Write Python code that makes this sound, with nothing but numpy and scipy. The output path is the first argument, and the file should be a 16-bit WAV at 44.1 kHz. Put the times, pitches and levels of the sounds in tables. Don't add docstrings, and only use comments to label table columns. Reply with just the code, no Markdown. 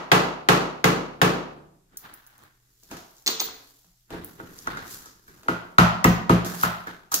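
import sys
import numpy as np
from scipy import signal
from scipy.io import wavfile
from scipy.ndimage import uniform_filter1d

SR = 44100
rng = np.random.default_rng(int(sys.argv[2]) if len(sys.argv) > 2 else 0)


def master_out(mix):
    frames = np.transpose(np.atleast_2d(mix))
    ceiling = np.clip(frames, -1, 1)
    pcm = np.round(ceiling * 32767).astype(np.int16)
    wavfile.write(sys.argv[1], SR, pcm)


def volts_from_decibels(level):
    exponent = np.asarray(level, float) / 20
    return 10 ** exponent


N = 317520
LEAD = SR // 2
STEP = 64

# (time [s], knock [dB], wall boom [dB], board [dB], tile pitch [Hz])
FIRST_RUN = [
    (-0.18, -10, -26, -23, 1300),
    (0.1165, -5.5, -19, -17, 1347),
    (0.4872, -6, -18.5, -17, 1298),
    (0.8415, -8.5, -18, -16.5, 1370),
    (1.2155, -8.5, -18, -17, 1187),
]
SECOND_RUN = [
    (5.483, -22.5, -36.5, -33.5, 1420),
    (5.783, -7, -17.5, -29, 1355),
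    (6.042, -17.5, -30, -36, 1914),
    (6.046, -13.5, -17, -25, 1179),
    (6.295, -14, -18.5, -23, 1226),
    (6.633, -19, -32.5, -42, 1359),
]
# (time [s], knock [dB], board [dB], crack [dB], tile pitch [Hz])
TAPS = [
    (4.398, -44, -44.5, -63, 1434),
    (4.672, -34.5, -42.5, -54, 1388),
    (4.77, -43, -49, -36.5, 1464),
    (5.058, -56, -60, -33.5, 1286),
    (5.279, -61, -70, -47, 1613),
    (6.87, -42, -45, -38.5, 1530),
    (7.118, -45, -63, -32.5, 1232),
    (7.136, -38.5, -43.5, -33, 1325),
]
# (time [s], knock [dB], board [dB], crack [dB], wall boom [dB])
BUMPS = [
    (2.83, -59.5, -71, -54, -51),
    (2.913, -31.5, -44, -31, -32.5),
    (2.969, -38, -61.5, -33, -54.5),
    (3.845, -59, -78, -52, -45),
    (4.105, -33, -46, -38, -48.5),
    (4.135, -53.5, -38, -68, -22.5),
    (4.302, -72, -73, -66, -38),
    (5.433, -44, -63.5, -48, -69),
    (5.459, -59, -51, -55, -60),
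    (6.448, -36.5, -45, -25, -46),
]
# (time [s], crack [dB], tick [dB])
CHIPS = [(0.843, -13, -16), (1.217, -26, -17), (1.9707, -40.5, -26), (1.9729, -33.5, -24.5),
         (1.978, -42, -31), (2.139, -49, -31), (2.144, -56, -41), (2.266, -51, -44.5), (2.272, -57, -39),
         (2.38, -57, -44), (2.436, -60, -44), (2.834, -41.5, -45), (3.167, -47, -60), (3.182, -47, -55.5),
         (3.224, -53, -50), (4.246, -58, -23), (4.589, -32.5, -49), (4.672, -31.5, -43), (4.771, -41, -53),
         (5.433, -47, -52), (6.043, -10, -9), (6.871, -50, -45), (7.118, -29, -30), (7.1414, -4.5, -27),
         (7.1429, -19, -5.5), (7.1448, -25, -16)]
# (time [s], thud [dB], clatter [dB])
DROP_BOUNCES = [(3.263, -33, -16.5), (3.268, -45, -14.5), (3.276, -31, -7), (3.2803, -36, -12),
                (3.289, -27.5, -43.5), (3.3, -25, -38), (3.398, -36, -18), (3.402, -36.5, -11),
                (3.409, -36, -24.5), (3.416, -30.5, -36), (3.486, -40, -39.5)]
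# (time [s], level [dB])
CLINKS = [
    (3.2645, -27),
    (3.2914, -37.5),
    (3.4037, -23.5),
    (3.4426, -33),
]
# (peak [s], rise [s], fall [s], scrape [dB], rumble over scrape [dB])
SLIDES = [(1.945, 0.059, 0.091, -61, 1.5), (2.048, 0.044, 0.25, -46, -12), (2.12, 0.054, 0.055, -72, 11),
          (2.33, 0.22, 0.091, -66.5, -21), (2.431, 0.14, 0.17, -57.5, -5.5), (2.7, 0.21, 0.48, -80, 4.5),
          (2.919, 0.035, 0.16, -45.5, -2.5), (3.501, 0.24, 0.23, -50.5, -12), (4.128, 0.028, 0.21, -40, 3),
          (4.395, 0.033, 0.83, -53.5, 3), (4.683, 0.032, 0.25, -38, -7.5), (4.79, 0.043, 0.16, -44.5, -4),
          (5.08, .3, 0.11, -59.5, -9), (5.294, 0.026, 0.83, -60, 2), (6.458, 0.022, 0.42, -39.5, -25),
          (6.645, .03, 0.17, -31.5, -7.5), (6.877, 0.014, 0.13, -41, -10), (7.137, 0.014, 0.13, -35, -16)]
# (peak [s], rise [s], fall [s], level [dB])
RUSTLES = [(1.985, 0.0066, 0.19, -61), (2.18, 0.34, 0.44, -70.5), (2.431, 0.26, 0.054, -67),
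           (2.917, 0.13, 0.12, -54), (3.195, 0.87, 0.15, -61.5), (3.7, 0.83, 0.48, -57.5),
           (4.148, .12, .08, -72.5), (4.244, .007, 0.3, -57.5), (4.628, 0.31, 0.15, -48.5),
           (4.918, 0.11, .2, -39), (5.292, 0.107, 1, -59), (6.456, 0.01, 0.31, -36.5),
           (6.637, 0.057, 0.054, -28.5), (6.7, 0.092, 0.1, -51.5), (6.878, .04, .25, -71.5),
           (7.12, 0.0041, 0.03, -27), (7.149, .006, .06, -23)]

# (frequency [Hz], t60 [s], level [dB])
WALL = [
    [(43, 1, -19), (77, 1.1, -15.5), (123.7, 0.36, -2.5), (150.9, 0.83, -1.5), (178.55, 0.55, 2.5),
     (187, 0.21, -11), (212, .5, -8)],
    [(42, 1.3, -22), (67.2, 0.88, -20), (117.3, 0.36, -6.5), (155.2, 0.72, -8.5), (171.8, 0.46, -6.5),
     (178, 0.82, -1), (220, 1.5, -16.5)],
]
# (frequency [Hz], t60 [s], level [dB])
BOARD = [(258.1, .4, -23), (245, 0.13, -3.5), (351.6, 0.2, 2), (329.5, 0.27, -12.5), (400, 0.39, -5.5),
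         (444.7, 0.5, 4.5), (521.4, 0.77, -7.5), (504, 0.65, -2)]
# (frequency [Hz], level [dB], t60 [s])
LOOSE_BOARD = [(248, -1, .35), (285, -3, .25), (318, -1, .3), (341, 0, .3), (385, -6, .25), (433, -1, .3),
               (520, -5, .3), (668, -5, .25), (810, -5, .2), (930, -6, .2)]
# (share of tile pitch [ratio], level [dB])
TILE_MODES = [
    [(1.0, 1), (1.25, -3.5), (1.48, 4), (1.9, -9.5), (2.45, -6.5), (3.2, -8)],
    [(.62, -12), (.78, -5.5), (.9, -4.5), (1.0, 2.5), (1.1, -6.5), (1.4, -11)],
]
TILE_T60_S = [.025, .06]
# (tick [dB], crack [dB], tile ring [dB])
FOLLOWS = [
    (-29, -7, -3),
    (-20.5, -8.5, 7.5),
]
# (step [dB], slope [dB/s])
DAMPING = [
    (-1.5, -9.5),
    (-6.5, -61),
]
# (frequency [Hz], t60 [s], level [dB])
STEEL = [(14995, .17, 0), (14970, .12, -7), (15045, .05, -6)]

# (frequency [Hz], level [dB])
THUD = [(80, -36.5), (250, 4), (400, 9), (600, -3.5), (900, -9), (2000, -35.5)]
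KNOCK = [(300, -40.5), (650, -0.5), (1000, -1.5), (1300, -1.5), (1900, -9), (2800, -11), (4500, -23),
         (9000, -46.5)]
CRACK = [(1200, -68.5), (2800, -6), (4300, 6.5), (5500, 8), (6600, 9.5), (8500, -2), (12000, -1),
         (16000, -13.5)]
TICK = [(5000, -43), (8500, -33), (10500, 3.5), (13000, 39.5), (15500, 0)]
CHIP = [(1200, -40.5), (2500, -22.5), (4200, -8), (5600, -1), (6700, 3), (7800, -9.5), (9500, -13),
        (16000, -28.5)]
CHIP_TICK = [(6000, -35), (9500, -8), (12000, -2), (14000, 0), (16000, 2)]
CLATTER = [(900, -25), (2000, -7.5), (3000, -6.5), (4300, 1), (5300, -8), (6500, -2), (8000, -14.5),
           (13000, -26.5)]
# (frequency [Hz], level [dB])
SCRAPE = [(300, -13), (700, 5), (1100, 7.5), (1600, 10.5), (2100, 2), (2600, -2.5), (4000, -3), (7000, -21)]
RUSTLE = [(2000, -9), (4500, 3.5), (7000, 5.5), (9000, -3.5), (12000, 6), (15500, 1.5)]
RUMBLE = [(60, -22), (120, 27), (180, 1), (400, 3), (700, -33.5)]
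# (frequency [Hz], t60 [s])
ROOM = [(100, 0.83), (300, 0.71), (750, 0.72), (2000, 0.55), (5000, 0.53), (9000, 0.36), (14000, 0.33)]
# (frequency [Hz], correlation [-1..1])
SAME = [(25, 0.98), (150, 0.87), (300, .75), (600, .1), (1400, -0.18), (4000, 0.033)]
# (frequency [Hz], density [dB/Hz])
BACKGROUND_NOISE = [(12, -31), (20, -4), (44, -2.5), (65, -36), (128, -9.5), (179, -36.5), (634, -42.5),
                    (1900, -29.5), (2440, -32.5), (7300, -28.5), (8650, -32.5), (13900, -31.5), (15200, -41.5),
                (16500, -38)]
# (frequency [Hz], level [dB])
HUM = (121, -71)
# (frequency [Hz], gain [dB])
TREBLE_END = [(10, 0), (15600, 0.5), (16000, -23), (16900, -29), (17400, -85.5)]


def hammer_run(rows, spot, **settings):
    tick_db, crack_db, _ = FOLLOWS[spot]
    events = [(s, knock, boom, board, knock + crack_db, knock + tick_db)
              for s, knock, boom, board, hz in rows]
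    return hits(events, spot, (THUD, KNOCK, CRACK, TICK), [0, 0, 0, 0], **settings)


def tile_rings():
    glance = .55
    tap_ring_db = 16
    tile = np.zeros(N + LEAD)
    runs = ((FIRST_RUN, 0, FOLLOWS[0][2]), (SECOND_RUN, 1, FOLLOWS[1][2]), (TAPS, 1, tap_ring_db))
    for rows, spot, ring_db in runs:
        for s, knock, body, _, hz in rows:
            modes = [(share * hz, TILE_T60_S[spot], db) for share, db in TILE_MODES[spot]]
            level_db = knock + ring_db + glance * (knock - body)
            add(tile, s, volts_from_decibels(level_db) * ring(modes, rise_s=.0004, size=5000))
    direct = np.array([tile, np.roll(tile, 14)])
    return (direct + volts_from_decibels(-9.5) * in_room(tile[None]))[:, LEAD:]


def light_contacts():
    boom_over_board_db, tick_over_crack_db = 12.5, -12
    events = [(s, knock, board + boom_over_board_db, board, crack, crack + tick_over_crack_db)
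              for s, knock, board, crack, hz in TAPS]
    events += [(s, knock, boom, board, crack, crack + tick_over_crack_db)
               for s, knock, board, crack, boom in BUMPS]
    return hits(events, 1, (THUD, KNOCK, CRACK, TICK), [0, 0, 0, 0], grit_s=.0041, grit_db=-.5,
                wet_db=7, boom_db=-14, board_db=9.5, lag=-4)


def chips():
    events = [(s, -120, -120, -120, crack, tick) for s, crack, tick in CHIPS]
    return hits(events, 1, (THUD, KNOCK, CHIP, CHIP_TICK), [-3, -1, 1.5, 10.5], grit_s=.0018, grit_db=4,
                wet_db=-1.5, boom_db=-.5, board_db=-2, lag=-5)


def dropped_tool():
    boom_over_thud_db, board_over_thud_db, tick_over_clatter_db = -22.5, -11, -45.5
    events = [(s, thud, thud + boom_over_thud_db, thud + board_over_thud_db,
               clatter, clatter + tick_over_clatter_db) for s, thud, clatter in DROP_BOUNCES]
    return hits(events, 0, (THUD, KNOCK, CLATTER, TICK), [0, 0, 0, 0], grit_s=.0022, grit_db=7.5,
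                wet_db=4, boom_db=-2, board_db=0, lag=-7)


def tool_ring():
    tool = np.zeros(N + LEAD)
    for s, db in CLINKS:
        add(tool, s, volts_from_decibels(db) * ring(STEEL, rise_s=.001, size=20000))
    return (tool * volts_from_decibels([[0], [-3]]) + volts_from_decibels(-1) * in_room(tool[None]))[:, LEAD:]


def movement():
    slips = volts_from_decibels(2.2 * evened(uniform_filter1d(rng.standard_normal(N), size=150)))
    slides = np.array([swell(*row[:4]) for row in SLIDES])
    scrape = slides.sum(0)
    rustle = sum(swell(*row) for row in RUSTLES)
    rumble = volts_from_decibels([row[4] for row in SLIDES]) @ slides
    sound = np.zeros((2, N))
    for level, colour in ((scrape, SCRAPE), (rustle, RUSTLE), (rumble, RUMBLE)):
        envelope = uniform_filter1d(np.repeat(level, STEP)[:N], size=400)
        sound += envelope * hiss(colour, .97, size=512)
    return slips * sound


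def swell(peak_s, rise_s, fall_s, db):
    t = np.arange(0, N, STEP) / SR - peak_s
    return volts_from_decibels(db - 21 * np.maximum(-t / rise_s, t / fall_s))


def background():
    t = np.arange(N) / SR
    waver = evened(uniform_filter1d(rng.standard_normal(N), size=4000))
    hum_hz, hum_db = HUM
    hum = volts_from_decibels(hum_db + 1.5 * waver) * np.sin(2 * np.pi * hum_hz * t)
    return volts_from_decibels(-68.5) * hiss(BACKGROUND_NOISE, 1.2, size=4096) + hum


def hits(events, spot, colours, part_db, grit_s, grit_db, wet_db, boom_db, board_db, lag):
    clean, near, boom = np.zeros((3, N + LEAD))
    step_db, slope_db = DAMPING[spot]
    late_s = np.maximum(np.arange(SR) / SR - .066, 0)
    damped = volts_from_decibels(step_db * np.minimum(late_s / .012, 1) + slope_db * late_s)
    boards = BOARD, [(hz, t60, db) for hz, db, t60 in LOOSE_BOARD]
    wall = damped * ring(WALL[spot], rise_s=.0091)
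    board = damped * ring(boards[spot], rise_s=.001)
    parts = np.array([snap(colour) for colour in colours])
    grit_decay = np.exp(-np.arange(800) / SR / grit_s)
    for s, knock, low, mid, crack, tick in events:
        click = volts_from_decibels(np.add([mid, knock, crack, tick], part_db)) @ parts
        grit = rng.standard_normal(800) * grit_decay
        grit /= np.linalg.norm(grit)
        add(clean, s, click)
        add(near, s, volts_from_decibels(grit_db) * signal.fftconvolve(click, grit))
        add(boom, s, volts_from_decibels(low + boom_db) * wall + volts_from_decibels(mid + board_db) * board)
    direct = np.array([clean + near, np.roll(clean + near, lag)])
    wet = in_room(clean[None] + .067 * near + .069 * boom)
    return (direct + volts_from_decibels(wet_db) * wet + boom)[:, LEAD:]


def ring(modes, rise_s, size=SR):
    t = np.arange(size) / SR
    sound = np.zeros(size)
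    for k, (hz, t60, db) in enumerate(modes):
        sound += (-1) ** k * volts_from_decibels(db - 60 * t / t60) * np.sin(2 * np.pi * hz * t)
    sound *= 1 - np.exp(-t / rise_s)
    return sound / abs(sound).max()


def snap(colour):
    log_gain = np.log(volts_from_decibels(read(colour, abs(np.fft.fftfreq(4096, 1 / SR)))))
    click = np.fft.ifft(np.exp(np.conj(signal.hilbert(log_gain)))).real[:1500]
    return click / abs(click).max()


def room():
    taps = rng.choice([-1., 1.], (2, SR)) * (rng.random((2, SR)) < .15)
    hz, t, z = signal.stft(taps, SR, nperseg=512, noverlap=384)
    z = pair(*z, hz) * volts_from_decibels(-60 * t / read(ROOM, hz)[:, None])
    tail = signal.istft(z, SR, nperseg=512, noverlap=384)[1]
    tail *= np.clip(np.arange(tail.shape[1]) / SR / .00032 - 1, 0, 1)
    return tail / np.linalg.norm(tail[0])


def in_room(sound):
    return signal.fftconvolve(sound, room(), axes=1)[:, :N + LEAD]


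def hiss(colour, patchy_db, size):
    hz, hop = np.fft.rfftfreq(size, 1 / SR), size // 4
    a, b, c, d, patches = rng.standard_normal((N // hop + 5, len(hz), 5)).T
    patches = uniform_filter1d(patches, size=8, axis=0)
    patches = evened(uniform_filter1d(patches, size=12, axis=1))
    gain = volts_from_decibels(read(colour, hz)[:, None] + patchy_db * patches)
    z = pair(a + 1j * b, c + 1j * d, hz) * gain
    return evened(signal.istft(z, nperseg=size, noverlap=size - hop)[1][:, :N])


def pair(left, other, hz):
    same = np.clip(read(SAME, hz), -1, 1)[:, None]
    return np.array([left, same * left + np.sqrt(1 - same ** 2) * other])


def read(points, hz):
    f, value = np.transpose(points)
    return np.interp(np.log(hz + 1), np.log(f + 1), value)


def evened(x):
    return x / np.sqrt(np.mean(x ** 2) + 1e-20)


def add(mix, s, sound):
    part = mix[LEAD + round(s * SR):][:len(sound)]
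    part += sound[:len(part)]


def scene():
    mix = hammer_run(FIRST_RUN, 0, grit_s=.0063, grit_db=6, wet_db=10.5, boom_db=3.5, board_db=-1, lag=26)
    mix += hammer_run(SECOND_RUN, 1, grit_s=.011, grit_db=1, wet_db=11, boom_db=11.5, board_db=13.5, lag=12)
    mix += tile_rings() + light_contacts() + chips()
    mix += dropped_tool() + tool_ring()
    return mix + movement() + background()


def low_pass(x):
    return signal.sosfilt(signal.butter(12, 16820, fs=SR, output="sos"), x)


def record(dry):
    treble_end = snap(TREBLE_END)
    rounded = .95 * np.tanh(dry / .95)
    heard = signal.oaconvolve(rounded, treble_end[None] / treble_end.sum(), axes=1)[:, :N]
    return low_pass(heard)


dry = scene()
out = record(dry)
master_out(out)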